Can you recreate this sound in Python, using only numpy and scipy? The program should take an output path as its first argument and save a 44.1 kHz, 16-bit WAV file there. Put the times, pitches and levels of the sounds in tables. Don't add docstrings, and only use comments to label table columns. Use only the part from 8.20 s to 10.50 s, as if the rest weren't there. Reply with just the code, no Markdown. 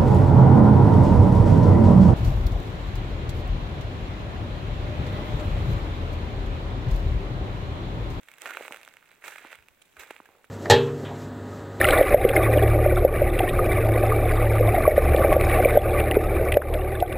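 import sys
import numpy as np
from scipy import signal
from scipy.fft import rfft, irfft, next_fast_len
from scipy.io import wavfile
from scipy.ndimage import uniform_filter1d

SR = 44100
rng = np.random.default_rng(int(sys.argv[2]) if len(sys.argv) > 2 else 0)


def pcm_store(signal):
    levels = np.round(np.clip(np.atleast_2d(signal), -1, 1) * 32767)
    wavfile.write(sys.argv[1], SR, levels.astype(np.int16).T)


N = 101429
TIME = np.arange(N) / SR


def from_db(db):
    return 10 ** (np.asarray(db) / 20)


def unit_power(x):
    return x / np.sqrt(np.mean(x ** 2) + 1e-20)


def colour(x, points, share=1):
    size = 2 * next_fast_len(x.shape[-1])
    hz, db = np.transpose(points)
    outline = np.interp(np.log(np.arange(size // 2 + 1) * SR / size + 1), np.log(hz), db)
    cepstrum = irfft(np.log(from_db(share * outline)))
    cepstrum[1:size // 2] *= 2
    cepstrum[size // 2 + 1:] = 0
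    return irfft(rfft(x, size) * np.exp(rfft(cepstrum)))[..., :x.shape[-1]]


def ring(x, hz, cycles):
    r = np.exp(-np.log(1000) * hz / (cycles * SR))
    feedback = [1, -2 * r * np.cos(2 * np.pi * hz / SR), r * r]
    return signal.lfilter(np.array([1, 0, -1]) * (1 - r * r) / 2, feedback, x + 1e-18)


def stereo(mid, side, width):
    return np.array([mid + width * side, mid - width * side]) / np.sqrt(1 + width ** 2)


def add(out, start_s, level_db, sound, window_s=0.002):
    start = int(start_s * SR)
    power = np.sum(np.mean(np.atleast_2d(sound) ** 2, axis=0)) / (window_s * SR)
    out[:, start:start + sound.shape[-1]] += from_db(level_db) * sound[..., :N - start] / np.sqrt(power)


def swells(rows):
    return sum(from_db(db) * np.exp(-((TIME - peak_s) / half_s) ** 2) for peak_s, db, half_s in rows)


def clicks(per_s):
    return rng.standard_normal(N) * (rng.random(N) < per_s / SR)


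# pitch_hz, lean_db
RIGHT_LEAN = [(120, 3), (500, 1.5), (1400, 3.5), (2900, 5.5), (4500, 1.5), (5900, 10.5), (7700, 10.5),
              (9200, 2.5), (12000, -8.5), (15000, 5)]

def microphone(pair, share=1):
    left, right = pair
    return np.array([colour(left, RIGHT_LEAN, -0.76 * share), colour(right, RIGHT_LEAN, 0.63 * share)])


# pitch_hz, gain_db
HISS_COLOUR = [(60, 0.5), (380, 1.5), (700, -2.5), (1800, -4.5), (3200, -8), (5000, -17.5), (10000, -18),
               (16000, -12.5)]
PUFF_COLOUR = [(35, -13), (65, 5), (120, -2.5), (220, -38.5)]
# peak_s, level_db, half_length_s
PUFFS = [(1.405, -60.5, 0.021), (1.513, -66, 0.015), (1.795, -63, 0.025)]

def air(hiss_db=-66):
    hiss = unit_power(colour(stereo(*rng.standard_normal((2, N)), width=0.75), HISS_COLOUR))
    rumble = unit_power(colour(rng.standard_normal((2, N)), PUFF_COLOUR))
    return from_db(hiss_db) * hiss + swells(PUFFS) * rumble


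def reflections(x, level_db=-11.5, fade_s=0.015):
    t = TIME[:SR // 5]
    tail = rng.standard_normal((2, len(t))) * np.exp(-np.log(1000) * t / fade_s)
    tail = stereo(*tail, width=0.1) / np.sqrt(np.sum(tail[0] ** 2))
    return from_db(level_db) * signal.fftconvolve(x, tail, axes=1)[:, :N]


# peak_s, level_db, half_length_s
SCUFFS = [(1.621, -49, 0.0035), (1.657, -60.5, .004), (1.727, -63, 0.004), (2.249, -59, 0.0044)]
# pitch_hz, gain_db
SCUFF_COLOUR = [(900, -10.5), (3300, 0), (5000, -19), (11500, -9), (13000, -34)]

def scuffs():
    hiss = colour(stereo(*rng.standard_normal((2, N)), width=1), SCUFF_COLOUR)
    return swells(SCUFFS) * unit_power(hiss)


# peak_s, level_db, half_length_s
PRESSES = [(.265, -47, 0.018), (.44, -55.5, 0.14), (1.815, -58.5, 0.036), (2.14, -66, 0.12)]

def presses(band_hz=(351, 844)):
    muffle = signal.butter(2, band_hz, "band", fs=SR, output="sos")
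    return swells(PRESSES) * unit_power(signal.sosfilt(muffle, clicks(per_s=900)))


# start_s, ground_db, ground_pitch_hz, sole_pitch_hz, sole_db
KNOCKS = [(0.4087, -35.5, 500, 616, -45.5), (0.5088, -43.5, 270, 925, -39), (1.249, -45, 300, 1040, -41.5),
          (1.9083, -38, 450, 700, -36), (2.0018, -47, 280, 980, -41.5), (2.0895, -52.5, 357, 820, -51),
          (2.152, -58, 477, 1110, -59)]

def knocks(ground_cycles=3.3, sole_cycles=4.5):
    out, t = np.zeros((2, N)), TIME[:SR // 20]
    for start_s, ground_db, ground_hz, sole_hz, sole_db in KNOCKS:
        for hz, db, cycles in ((ground_hz, ground_db, ground_cycles), (sole_hz, sole_db, sole_cycles)):
            turns = hz * t
            rise_and_fall = (1 - np.exp(-2 * turns)) * np.exp(-np.log(1000) * turns / cycles)
            thud = np.sin(2 * np.pi * turns) * rise_and_fall
            low_cut = signal.butter(2, 0.66 * hz, "high", fs=SR, output="sos")
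            add(out, start_s, db, signal.sosfilt(low_cut, thud))
    return out


# peak_s, level_db, half_length_s, pitch_hz
SLABS = [(0.305, -47.5, 0.035, 1470), (1.16, -54, 0.1, 1730)]
CRUMBS_PER_S, PLATE_CYCLES = 2300, 3.45

def slabs(slab_cycles=17):
    breaks = clicks(CRUMBS_PER_S)
    return sum(swells([swell]) * unit_power(ring(ring(breaks, hz, slab_cycles), hz, PLATE_CYCLES))
               for *swell, hz in SLABS)


def grains(level_db, per_s, pitches_hz, tone, spread_db, cycles, width):
    born = rng.random(N) < per_s / SR
    sizes = born * from_db(spread_db * np.minimum(rng.exponential(1, N), 3.5)) * rng.choice([-1, 1], N)
    pitch_choice = rng.integers(0, len(pitches_hz), (2, N))
    kicks = np.array([sizes, sizes * rng.choice([-1, 1], N)])
    pings = sum(ring(kicks * (pitch_choice == k), hz, cycles) / np.sqrt(hz)
                for k, hz in enumerate(pitches_hz))
    crackle = unit_power(stereo(*colour(pings, tone), width))
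    power = np.mean(crackle ** 2, axis=0)
    smooth_power = uniform_filter1d(uniform_filter1d(power, size=900), size=900)
    return crackle * from_db(level_db) / np.sqrt(np.abs(smooth_power) + 1e-6)


# time_s, crumb_db, grit_db
STEP_1 = [(0, -66, -71), (.07, -66.5, -70), (.09, -60.5, -67), (0.194, -62, -68), (.222, -48.5, -57),
          (.252, -50.5, -56.5), (0.264, -46.5, -51), (0.318, -48, -59.5), (0.388, -49.5, -58),
          (.46, -47.5, -55), (0.501, -61.5, -61.5), (0.524, -49.5, -57), (0.565, -56.5, -61),
          (.6, -57, -65), (.69, -60.5, -67), (0.809, -65.5, -73.5), (0.918, -61, -69), (0.999, -69.5, -75)]
STEP_2 = [(1.033, -67.5, -66), (1.049, -46.5, -52), (1.082, -46, -53), (1.109, -51.5, -55),
          (1.166, -55, -60), (1.21, -56, -64), (1.256, -50, -63.5), (1.293, -55, -67),
          (1.324, -48.5, -57.5), (1.37, -60.5, -69.5), (1.46, -69, -76), (1.559, -72.5, -74.5)]
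STEP_3 = [(1.754, -70, -72.5), (1.79, -54.5, -63), (1.797, -45, -50), (1.831, -52, -57),
          (1.863, -56.5, -64.5), (1.95, -56.5, -65.5), (2.025, -65, -72), (2.125, -67.5, -73.5),
          (2.3, -76, -77)]
# pitch_hz, gain_db
CRUMB_COLOUR = [(110, -38.5), (270, 0), (470, -3.5), (750, -2), (1050, -3), (1550, 0), (2050, 3),
                (2700, -2), (4000, -9.5), (5200, -19.5), (9000, -29)]
GRIT_COLOUR = [(1500, -37), (3500, 6), (4500, -6), (6000, -8.5), (7800, -3), (9300, -5.5), (12000, -7),
               (16000, -2.5)]

def crunch(grit_per_s=5000, rate_growth=0.55):
    time_s, crumb_db, grit_db = np.transpose(STEP_1 + STEP_2 + STEP_3)
    crumb_db, grit_db = np.interp(TIME, time_s, crumb_db), np.interp(TIME, time_s, grit_db)
    crumb_rate = CRUMBS_PER_S * from_db(rate_growth * (crumb_db + 50))
    grit_rate = grit_per_s * from_db(rate_growth * (grit_db + 60))
    crumbs = grains(crumb_db, crumb_rate, np.linspace(430, 4000, num=30), CRUMB_COLOUR,
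                    spread_db=3, cycles=3.2, width=0.43)
    grit = grains(grit_db, grit_rate, np.linspace(4000, 15500, num=24), GRIT_COLOUR,
                  spread_db=5, cycles=18.5, width=1)
    return crumbs + grit


# break_s, level_db, pitch_hz, crumble_s, crack_db
SNAPS = [(0.033, -56.5, 1550, 0.00023, -54.5), (0.0858, -42.5, 2010, 0.0027, -49.5),
         (.1160, -48.5, 2200, 0.00089, -48.5), (0.1383, -48.5, 2540, 0.0015, -52),
         (0.1832, -48, 1670, 0.0022, -49), (0.219, -43.5, 3030, 0.00043, -36),
         (0.258, -31, 1420, 0.0014, -41), (0.2624, -31, 1600, 0.0021, -57),
         (0.274, -38.5, 1930, 0.00088, -49), (0.2905, -45, 1600, .0015, -48),
         (0.2962, -37, 1450, 0.0015, -50), (0.306, -37, 1460, 0.0013, -43),
         (0.3087, -34, 1420, 0.0011, -44), (0.336, -38, 1900, 0.0035, -45),
         (0.3495, -36, 1580, 0.00075, -63), (.3711, -28.5, 1650, 0.00065, -46),
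         (0.4251, -40, 2210, 0.00095, -62), (0.452, -38.5, 1200, 0.00051, -59),
         (.4808, -35.5, 1380, 0.0008, -45), (0.5234, -35.5, 1920, 0.00027, -41.5),
         (0.5338, -43, 1900, 0.00027, -67), (0.5448, -37.5, 1510, 0.0013, -48),
         (0.5617, -42.5, 1680, 0.0005, -46), (0.5707, -44.5, 1750, 0.00066, -50.5),
         (0.614, -49.5, 1820, 0.00069, -54), (0.632, -46.5, 2260, 0.00079, -50.5),
         (0.6496, -56, 2300, 0.00084, -46), (0.6774, -41.5, 1600, 0.00031, -52),
         (.6880, -53.5, 2350, 0.00053, -51), (0.739, -51, 1720, 0.00018, -51),
         (0.7695, -45, 2100, 0.00067, -55.5), (0.827, -54, 1480, 0.00036, -70),
         (0.916, -50.5, 1670, 0.0006, -56.5), (1.0232, -47, 1860, 0.0035, -70),
         (1.0403, -36, 1730, 0.0028, -48), (1.08, -33.5, 1750, 0.0022, -37),
         (1.122, -40, 1660, 0.0039, -57), (1.1590, -37.5, 1680, 0.0021, -50),
         (1.1829, -39.5, 1900, 0.0026, -47), (1.2720, -49.5, 2100, 0.00082, -53),
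         (1.3198, -43.5, 2040, 0.00034, -63), (1.3292, -38.5, 1660, 0.001, -55),
         (1.3490, -46.5, 2070, 0.0015, -60), (1.3544, -46.5, 2010, 0.0011, -51),
         (1.3880, -51, 2050, .0015, -67), (1.4251, -57, 2180, 0.00087, -66),
         (1.485, -49.5, 1910, 0.00054, -53), (1.768, -43, 1520, 0.0033, -55),
         (1.834, -41, 1540, 0.0024, -48), (1.8732, -58, 1740, 0.00056, -53),
         (1.9069, -36, 1880, 0.0035, -44), (1.9645, -43.5, 2100, 0.00013, -62),
         (2.0570, -47.5, 1780, 0.0027, -55.5), (2.2436, -48.5, 1480, 0.00027, -64.5)]
# pitch_hz, gain_db
SNAP_COLOUR = [(150, -18.5), (430, 12), (1000, 3), (2000, 2), (3100, 0), (4200, -9.5), (5500, -16),
               (12000, -4.5)]

def snaps(splinter_size=0.31):
    out = np.zeros((2, N))
    t = TIME[:SR // 16] - TIME[SR // 60]
    for break_s, level_db, pitch_hz, crumble_s, crack_db in SNAPS:
        noise = rng.standard_normal((4, len(t)))
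        fade = np.exp(-np.abs(t) / crumble_s)
        build_up = (t < 0) * 0.13 * fade ** (1 / 1.06)
        splinters = build_up + (t >= 0) * fade * (1 - fade)
        force = np.array([(t == 0) + splinter_size * noise[0] * splinters, noise[1] * splinters])
        cycles = PLATE_CYCLES + 770 * crumble_s
        mid, side = colour(ring(force, pitch_hz, cycles), SNAP_COLOUR)
        add(out, break_s + t[0], level_db, stereo(unit_power(mid), unit_power(side), width=0.029))
        crack_shape = build_up * np.sqrt(fade) + (t >= 0) * (1 - fade ** 2) * fade ** (1 / 0.63)
        crack = colour(stereo(noise[2], noise[3], width=1) * crack_shape, GRIT_COLOUR)
        add(out, break_s + t[0], crack_db, crack)
    return out


def scene(narrow_below_hz=2000):
    feet = crunch() + slabs() + snaps() + knocks() + presses() + scuffs()
    left, right = feet + reflections(feet)
    mid = (left + right) / 2
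    low_cut = signal.butter(1, narrow_below_hz, "high", fs=SR, output="sos")
    side = signal.sosfilt(low_cut, (left - right) / 2)
    return microphone([mid + side, mid - side]) + microphone(air(), share=0.18)


def record(dry, cutoff_hz=15850):
    return signal.sosfiltfilt(signal.ellip(10, .1, 60, cutoff_hz, fs=SR, output="sos"), dry)


dry = scene()
out = record(dry)
pcm_store(out)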